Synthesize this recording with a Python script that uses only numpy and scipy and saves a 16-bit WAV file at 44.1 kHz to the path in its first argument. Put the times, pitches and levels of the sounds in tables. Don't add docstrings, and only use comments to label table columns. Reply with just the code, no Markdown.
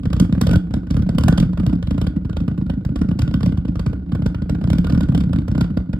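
import sys
import numpy as np
from scipy import signal
from scipy.fft import rfft, irfft, next_fast_len
from scipy.io import wavfile
from scipy.ndimage import uniform_filter1d, map_coordinates

SR = 44100
rng = np.random.default_rng(int(sys.argv[2]) if len(sys.argv) > 2 else 0)


def file_out(sig):
    cols = np.atleast_2d(sig).T
    lim = np.clip(cols, -1, 1)
    pcm = np.round(lim * 32767).astype(np.int16)
    wavfile.write(sys.argv[1], SR, pcm)


N = 264159

FIRING_HZ = 29
RASP_RISE_S, HISS_RISE_S = .0036, .0033
RASP_FALL_S, HISS_FALL_S = .0028, .0018


def amp(db):
    return 10 ** (np.asarray(db) / 20)


def unit(x):
    return x / np.sqrt(np.mean(x ** 2) + 1e-20)


def along(points, hz):
    point_hz, value = np.transpose(points)
    return np.interp(np.log(hz + 1), np.log(point_hz + 1), value)


def filtered(x, response):
    size = next_fast_len(N + SR // 2)
    spectrum = rfft(x, size) * response(np.fft.rfftfreq(size, 1 / SR))
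    return irfft(spectrum, size)[..., :N]


def noise(colour):
    return unit(filtered(rng.standard_normal(N), lambda hz: amp(along(colour, hz))))


def resonate(x, modes):
    def response(hz):
        return sum(amp(db) * 1j * hz * width / (centre * centre - hz * hz + 1j * hz * width)
                   for centre, width, db in modes)
    return filtered(x, response)


def place(times_s, shape):
    k = np.arange(-SR // 32, SR // 16)
    at = np.round(times_s * SR).astype(int) + k
    inside = (at >= 0) & (at < N)
    return np.bincount(at[inside], shape(k / SR)[inside], N)


def swell(t, rise_s, fall_s):
    return 2 / (np.exp(np.minimum(-t / rise_s, 50)) + np.exp(np.minimum(t / fall_s, 50)))


def spurt(t, rise_s, fall_s):
    return np.where(t < 0, np.exp(-(t / rise_s) ** 2), swell(t, fall_s, fall_s))


def swing(t, hz, glide, settle_s):
    bend = np.log(2 / (np.exp(t / settle_s) + np.exp(-t / settle_s)))
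    return 2 * np.pi * hz * (t + glide * settle_s * bend)


def wobble(rate_hz):
    knots = rng.standard_normal(int(N * rate_hz / SR) + 4)
    return map_coordinates(knots, [np.arange(N) * rate_hz / SR])


def vary(firing_s, spread):
    return np.exp(spread * rng.standard_normal(firing_s.shape))


def stored(firing_s, db, ebb_s):
    supply = place(firing_s, lambda t: amp(db) ** 2 * spurt(t, RASP_RISE_S, RASP_FALL_S))
    energy = signal.lfilter([1], [1, -np.exp(-1 / (ebb_s * SR))], supply)
    return unit(np.sqrt(np.abs(energy) + 1e-12))


# start_s, rasp_db, hiss_db, boom_db, boom_delay_s
EXPLOSION_LIST = [(0.035, -46, -59, -23.5, 0.004), (0.058, -35, -49.5, -15, 0.013),
                  (0.105, -41, -55, -20.5, 0.004), (0.133, -31.5, -41.5, -15.5, 0.011),
                  (0.168, -39, -48.5, -16.5, 0.009), (0.201, -31, -35.5, -9, 0.01),
                  (0.226, -36, -62, -9.5, 0.002), (0.25, -41.5, -51.5, -17.5, 0.0),
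                  (0.297, -45.5, -71.5, -17.5, 0.002), (0.327, -37.5, -46.5, -12.5, 0.004),
                  (0.353, -37, -60.5, -18.5, 0.013), (0.381, -38.5, -63, -16.5, -0.00099),
                  (0.415, -25.5, -34, -11, 0.01), (0.437, -40.5, -57, -14, 0.015),
                  (0.471, -28.5, -38, -17, 0.01), (0.494, -30.5, -48, -18.5, 0.011),
                  (0.514, -34, -41, -13.5, 0.004), (0.535, -28.5, -40, -12, 0.005),
                  (0.559, -33.5, -39.5, -8, 0.011), (0.711, -41, -63, -19.5, -0.0),
                  (0.741, -33, -46, -16, 0.0049), (0.769, -42.5, -63, -16.5, 0.004),
                  (0.872, -44, -62, -27.5, 0.0022), (0.909, -38.5, -43, -14, 0.005),
                  (0.944, -42.5, -51, -14, 0.009), (0.969, -33, -45, -16.5, 0.009),
                  (0.995, -46, -57, -12.5, 0.01), (1.024, -38.5, -52, -16.5, 0.01),
                  (1.067, -43.5, -67, -20, 0.008), (1.093, -31.5, -49.5, -12.5, 0.009),
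                  (1.151, -43.5, -55.5, -14, 0.004), (1.186, -28, -37, -12.5, 0),
                  (1.211, -40, -47, -18.5, 0.004), (1.238, -30.5, -40, -12.5, 0.01),
                  (1.262, -43.5, -57.5, -11.5, 0.009), (1.285, -22, -33.5, -7, 0.01),
                  (1.327, -30, -45.5, -14.5, 0.004), (1.381, -28.5, -37, -11.5, 0.0074),
                  (1.403, -40.5, -39.5, -11.5, 0.008), (1.429, -33.5, -50.5, -11.5, 0.003),
                  (1.454, -48, -76, -14.5, 0.01), (1.534, -40.5, -54, -23, 0.004),
                  (1.577, -35, -52, -20, 0.013), (1.601, -35, -49, -14, 0.0037),
                  (1.635, -41, -62, -19, 0.005), (1.666, -33.5, -42, -11.5, 0.011),
                  (1.698, -36, -56, -17.5, 0.003), (1.731, -36.5, -52, -13, 0.005),
                  (1.756, -49, -60, -19.5, 0.004), (1.829, -36.5, -48, -24.5, 0.028),
                  (1.874, -39, -50, -20, 0.01), (1.911, -35, -44.5, -16.5, 0.007),
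                  (1.946, -44, -60.5, -15, 0.007), (1.981, -33.5, -48, -19, 0.0048),
                  (2.017, -33, -42, -16, 0.009), (2.045, -44, -58.5, -20, 0.002),
                  (2.07, -35, -43, -17.5, 0.01), (2.166, -40.5, -65.5, -13.5, 0.006),
                  (2.252, -41.5, -59.5, -19, 0.0039), (2.298, -39, -59, -20, 0.01),
                  (2.332, -44.5, -58, -25, 0.007), (2.37, -34.5, -46.5, -22.5, 0.006),
                  (2.406, -43.5, -53, -14, 0.013), (2.482, -34.5, -53.5, -14, 0.003),
                  (2.515, -44.5, -73, -18, 0.006), (2.58, -39, -56.5, -17.5, 0.007),
                  (2.615, -45.5, -63.5, -16, 0.01), (2.666, -46, -60.5, -18, 0.000067),
                  (2.7, -32.5, -51.5, -19.5, 0.004), (2.738, -45, -64.5, -21, 0.001),
                  (2.772, -69.5, -85, -15.5, 0.007), (2.852, -36.5, -49.5, -16.5, 0.012),
                  (2.893, -45, -69.5, -18, 0.011), (2.92, -56, -79, -18.5, 0.006),
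                  (2.962, -34, -45.5, -22, 0.00005), (2.991, -53.5, -57, -26, 0.0014),
                  (3.018, -32.5, -45.5, -13.5, 0), (3.048, -50, -74, -16, 0.006),
                  (3.09, -42.5, -53.5, -13.5, 0.002), (3.115, -38, -56.5, -17, 0.006),
                  (3.153, -55.5, -85, -15.5, 0.006), (3.194, -32.5, -40, -20, 0.004),
                  (3.221, -38, -42, -12.5, 0.011), (3.279, -38.5, -52, -14, 0.005),
                  (3.313, -44, -58, -19, 0.007), (3.342, -31, -43, -14, 0.006),
                  (3.371, -59, -72, -16, 0.006), (3.409, -39, -49.5, -20, 0.0012),
                  (3.433, -33.5, -45.5, -13, 0.007), (3.463, -35, -43.5, -12.5, 0.013),
                  (3.493, -50, -59.5, -15.5, 0.008), (3.524, -38, -59, -15.5, 0.007),
                  (3.576, -41, -51, -15.5, 0.01), (3.654, -41.5, -57.5, -22, 0.002),
                  (3.685, -44.5, -54, -13.5, 0.01), (3.758, -38, -52, -21, 0.011),
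                  (3.797, -33.5, -44, -17.5, 0.008), (3.865, -30.5, -47, -15.5, 0.005),
                  (3.899, -53, -67, -19, 0.0033), (3.932, -47.5, -73, -22, 0.007),
                  (3.933, -43, -72, -26, 0.007), (4.123, -37, -53.5, -15.5, 0.011),
                  (4.153, -34, -50.5, -17, 0), (4.194, -46.5, -76.5, -15.5, 0.005),
                  (4.223, -38.5, -54.5, -17, 0.005), (4.264, -31.5, -41.5, -11.5, 0.001),
                  (4.348, -34, -54, -23.5, 0.011), (4.422, -43, -53.5, -16.5, 0.006),
                  (4.498, -31.5, -44, -18, 0.008), (4.524, -62.5, -81.5, -14.5, 0.006),
                  (4.551, -37.5, -58, -20.5, -0.00036), (4.615, -38, -61, -16, 0.007),
                  (4.642, -34.5, -50.5, -12, 0.008), (4.675, -37, -53, -16, 0.011),
                  (4.704, -35.5, -39.5, -13.5, 0.012), (4.733, -33, -43, -10.5, 0.008),
                  (4.756, -44, -54, -14, 0.008), (4.786, -32.5, -42, -12, 0.009),
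                  (4.847, -36.5, -45.5, -17.5, 0.005), (4.871, -36, -45.5, -18, 0.014),
                  (4.901, -33.5, -44.5, -14.5, 0.007), (4.925, -40.5, -46.5, -10.5, 0.011),
                  (4.95, -32, -50.5, -14, 0.01), (4.978, -37.5, -49.5, -13, 0.005),
                  (5.009, -35, -44.5, -18.5, 0.0067), (5.036, -40, -46.5, -15.5, 0.00008),
                  (5.089, -39, -50, -9, 0.009), (5.124, -39.5, -60, -12.5, 0.005),
                  (5.151, -30, -42, -14, 0.001), (5.179, -38, -44.5, -12.5, 0.007),
                  (5.209, -40.5, -45.5, -16, 0.007), (5.239, -38.5, -54, -18, 0.005),
                  (5.267, -55.5, -77, -15, 0.006), (5.295, -44.5, -66, -14, 0.015),
                  (5.334, -33, -47.5, -17.5, 0.013), (5.362, -39, -52.5, -16.5, 0.003),
                  (5.388, -42.5, -51.5, -14, 0.001), (5.42, -45, -63.5, -28.5, 0.003),
                  (5.484, -35, -46, -17.5, 0.012), (5.517, -41.5, -51.5, -15, 0.008),
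                  (5.553, -35, -53, -12.5, 0.006), (5.581, -33.5, -50.5, -14, 0.007),
                  (5.612, -29.5, -39.5, -13.5, 0.006), (5.645, -38, -58, -20.5, 0.006),
                  (5.705, -44, -67, -16, 0.006), (5.774, -32.5, -47, -15, 0.002),
                  (5.894, -49.5, -73, -18, 0.0029), (5.934, -34.5, -50.5, -15, 0.01)]
# rasp_db, hiss_db, boom_db, boom_delay_s
WEAK_PUFF = (-50, -73.5, -17, 3)
FADE_DB_PER_S = 50.5


def firings(jitter_s=.004, scatter_db=3, count=5):
    edges_s = np.r_[-1 / FIRING_HZ, np.transpose(EXPLOSION_LIST)[0], N / SR + 1 / FIRING_HZ]
    pause_s = np.diff(edges_s)[:, None]
    cycles = np.round(pause_s * FIRING_HZ)
    k = np.arange(1, count + 1)
    chance = rng.standard_normal((len(pause_s), count, 2))
    since_s = pause_s * k / np.maximum(cycles, 1) + jitter_s * chance[..., 0]
    strength_db = scatter_db * chance[..., 1] - FADE_DB_PER_S * since_s
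    *levels_db, delay_s = WEAK_PUFF
    puff_levels = [db + strength_db for db in levels_db]
    puffs = np.dstack([edges_s[:-1, None] + since_s, *puff_levels, np.full_like(since_s, delay_s)])
    return np.vstack([EXPLOSION_LIST, puffs[k < cycles]]).T[..., None]


# pitch_hz, decay_s
YARD_DECAY = [(100, 0.19), (400, 0.37), (1500, 0.33), (5000, 0.26), (14000, 0.2)]
# pitch_hz, level_db
YARD_COLOUR = [(100, -6.5), (400, -7), (1500, 4.5), (5000, 0), (9000, 1), (13500, -0.5), (15000, -19)]


def yard(sent, apart=0.49):
    coloured = filtered(sent, lambda hz: amp(along(YARD_COLOUR, hz)))
    hz, t, cells = signal.stft(rng.standard_normal((2, SR * 3 // 4)), SR, nperseg=256)
    fading = cells * amp(-60 * t / along(YARD_DECAY, hz)[:, None])
    mid, side = signal.istft(fading, SR, nperseg=256)[1]
    tail = np.array([mid + apart * side, mid - apart * side]) / np.linalg.norm(mid)
    return signal.fftconvolve(coloured[None], tail, axes=1)[:, :N]


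# (relative, per Hz)
FLAME_COLOUR = [(15, -46.5), (28, -17), (45, -8), (70, 4.5), (190, -1.5), (300, 3.5), (370, -17),
                (520, -19.5), (900, -35), (1450, -55), (2000, -46.5), (5000, -55.5), (8000, -67.5),
                (15000, -91.5)]


def flame(firing_s, boom_db, steady_db=-42, flare_db=-13.0, rise_s=0.0026, linger_s=0.017):
    flare = place(firing_s, lambda t: amp(boom_db + flare_db) * spurt(t, rise_s, linger_s))
    return (amp(steady_db) + flare) * noise(FLAME_COLOUR)


def drone(firing_s, boom_db, drone_hz=177, drone_db=-26, ebb_s=0.06, waver_rad=0.8, flutter_db=3.5):
    phase = 2 * np.pi * drone_hz * np.arange(N) / SR
    flutter = amp(flutter_db * wobble(FIRING_HZ))
    tone = flutter * np.sin(phase + waver_rad * wobble(FIRING_HZ))
    return amp(drone_db) * stored(firing_s, boom_db, ebb_s) * unit(tone)


# pitch_hz, width_hz, level_db
WHISTLE_MODE = [(1454.5, 98, 0)]
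# middle_s, change_db
WHISTLE_CATCHES = [(.39, -6), (.55, 14), (1.335, 11), (2.3, 12.5), (2.68, -6), (3.25, 9.5), (4.27, -7),
                   (4.43, 9), (4.88, 12.5), (5.03, 13)]
CATCH_S = .04
OUTFLOW_S = .018


def whistle(firing_s, jet_db, whistle_db=-55, ebb_s=.032, grows=0.81, cool_s=.15, bend_hz=32):
    rush = place(firing_s, lambda t: np.ones_like(firing_s) * spurt(t, RASP_RISE_S, OUTFLOW_S))
    once = resonate(rush * rng.standard_normal(N), WHISTLE_MODE)
    tone = resonate(once, WHISTLE_MODE)
    shift_hz = bend_hz * np.log(stored(firing_s, jet_db, cool_s) + .1)
    turn = np.exp(2j * np.pi * np.cumsum(shift_hz) / SR)
    bent = np.real(signal.hilbert(tone, next_fast_len(N))[:N] * turn)
    t = np.arange(N) / SR
    catch_db = sum(db * np.exp(-((t - at) / CATCH_S) ** 2) for at, db in WHISTLE_CATCHES)
    return amp(whistle_db + catch_db) * stored(firing_s, jet_db, ebb_s) ** grows * unit(bent)


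USUAL_HISS_DB = -50


def gulp(firing_s, hiss_db, usual_db=-15.5, grows=0.36, uneven=.12, delay_s=0.01727, pitch_hz=74,
         rise_s=0.0076, fall_s=0.0084, glide=0.32, settle_s=0.0021, spread=0.16):
    size = amp(usual_db + grows * (hiss_db - USUAL_HISS_DB)) * vary(firing_s, uneven)
    hz = pitch_hz * vary(firing_s, spread)

    def pull(t):
        return size * swell(t, rise_s, fall_s) * np.cos(swing(t, hz, glide, settle_s))
    return place(firing_s + delay_s, pull)


# pitch_hz, width_hz, level_db
PIPE_MODES = [(198, 5.9, -7), (303.7, 36, 4.5), (298, 41, -20)]


def boom(firing_s, boom_db, delay_s, boom_gain_db=4.5, ring_db=1, prompt_hz=208, sag_hz_per_s=2700,
         spread=0.086, rise_s=0.0027, fall_s=0.0051, glide=0.31, settle_s=0.0039, scatter_rad=0.78,
         edge_hz=345):
    hz = (prompt_hz - sag_hz_per_s * delay_s) * vary(firing_s, spread)
    start_rad = scatter_rad * rng.standard_normal(firing_s.shape)

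    def column(t):
        return -amp(boom_db) * swell(t, rise_s, fall_s) * np.sin(swing(t, hz, glide, settle_s) + start_rad)
    push = place(firing_s + delay_s, column)
    both = amp(boom_gain_db) * push + amp(ring_db) * resonate(push, PIPE_MODES)
    return filtered(both, lambda f: 1 / (1 + (f / edge_hz) ** 12))


USUAL_JET_DB = -37


def crack(firing_s, jet_db, crack_db=8, width_s=0.00055, spread=0.21, harden=0.09):
    size = amp(crack_db + jet_db + harden * (jet_db - USUAL_JET_DB))
    w = width_s * vary(firing_s, spread)
    return place(firing_s, lambda t: -size * (t / w) / (1 + (t / w) ** 2) ** 2)


# (relative, per Hz)
HISS_COLOUR = [(700, -3), (2000, -5), (2750, -2), (3300, 5), (4200, -11), (4700, 1.5), (5400, -4.5),
               (6300, -8.5), (9000, -10.5), (13500, -16), (16000, -23.5)]


def sizzle(speed, corner_hz=7500, steep=1.0, top_db=6.5):
    hiss = noise(HISS_COLOUR)
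    top = filtered(hiss, lambda hz: hz ** 4 / (hz ** 4 + corner_hz ** 4))
    brightness = amp(top_db) * (speed / speed.max()) ** steep
    return speed * (hiss - top + brightness * top)


# (relative, per Hz)
RASP_COLOUR = [(200, -22), (370, -0.5), (480, 6.5), (700, -2.5), (900, -11.5), (1300, -9), (1800, -22.5),
               (2500, -29.5), (5000, -68.5)]
# pitch_hz, width_hz, level_db
BOTTLE_MODES = [(490, 22, -0.5), (744, 33, -21.5), (1450, 220, -1), (2340, 250, -17), (2944, 110, -4),
                (5100, 78, -32)]


def jet(firing_s, jet_db, jet_hiss_db, rasp_db=6.5, hiss_db=10.5, bottle_db=11, crackle_db=3.0,
        burn_spread=.16):
    length = vary(firing_s, burn_spread)

    def burst(db, rise_s, fall_s):
        return place(firing_s, lambda t: amp(db) * spurt(t / length, rise_s, fall_s) / np.sqrt(length))
    rasp = burst(jet_db, RASP_RISE_S, RASP_FALL_S)
    hiss = burst(jet_hiss_db, HISS_RISE_S, HISS_FALL_S)
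    crackle = unit(uniform_filter1d(rng.standard_normal(N), size=24))
    eddies = unit(amp(crackle_db * crackle))
    ring = amp(bottle_db) * resonate(rasp * rng.standard_normal(N), BOTTLE_MODES)
    return amp(rasp_db) * rasp * noise(RASP_COLOUR) + amp(hiss_db) * eddies * sizzle(hiss) + ring


# pitch_hz, share (0 to 1)
SCATTERED_SHARE = [(300, 0), (600, .04), (900, .08), (1500, .05), (2100, .15), (2600, .4), (3600, .45),
                   (4400, .25), (5500, .08), (15000, .07)]


def bounce(x):
    cells = signal.stft(x, nperseg=64)[2]
    turned = cells * np.exp(2j * np.pi * rng.random((2, *cells.shape)))
    paths = x.std() * unit(signal.istft(turned, nperseg=64)[1][:, :N])
    direct = filtered(x, lambda hz: np.sqrt(1 - along(SCATTERED_SHARE, hz)))
    return direct + filtered(paths, lambda hz: np.sqrt(along(SCATTERED_SHARE, hz)))


def scene(jet_wet_db=-11.5, boom_wet_db=-13):
    firing_s, jet_db, hiss_db, boom_db, delay_s = firings()
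    spit = jet(firing_s, jet_db, hiss_db) + crack(firing_s, jet_db)
    thud = boom(firing_s, boom_db, delay_s) + gulp(firing_s, hiss_db)
    ringing = drone(firing_s, boom_db) + whistle(firing_s, jet_db)
    sent = amp(jet_wet_db) * spit + amp(boom_wet_db) * thud
    return bounce(spit) + thud + ringing + flame(firing_s, boom_db) + yard(sent)


# pitch_hz, left_lead_ms
PORT_LEAD = [(100, -.24), (200, -.28), (300, -.38), (500, -.33), (780, -.25), (1000, -.06), (1600, -.07),
             (2000, .06), (2700, .1), (3600, .2), (5000, .232), (6000, .247), (14500, .241)]
# pitch_hz, left_minus_right_db
PORT_BALANCE = [(40, -.2), (90, -.4), (180, -.8), (300, -1.8), (700, -3.7), (900, -7), (1400, -3.2),
                (2200, -1), (2850, -.5), (3300, -6), (4600, -7), (5400, 0)]
TOP_HZ = 15900


def record(dry, low_cut_hz=39):
    sides = np.array([[1], [-1]]) / 2

    def ports(hz):
        delay_turn = np.exp(2j * np.pi * hz * sides * along(PORT_LEAD, hz) / 1000)
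        return amp(sides * along(PORT_BALANCE, hz)) * delay_turn

    def low_cut(hz):
        return 1 / np.sqrt(1 + (low_cut_hz / (hz + 1)) ** 10)
    x = filtered(dry, lambda hz: ports(hz) * low_cut(hz))
    rounded = x / (1 + (x / .97) ** 6) ** (1 / 6)
    return filtered(rounded, lambda hz: hz < TOP_HZ)


dry = scene()
out = record(dry)
file_out(out)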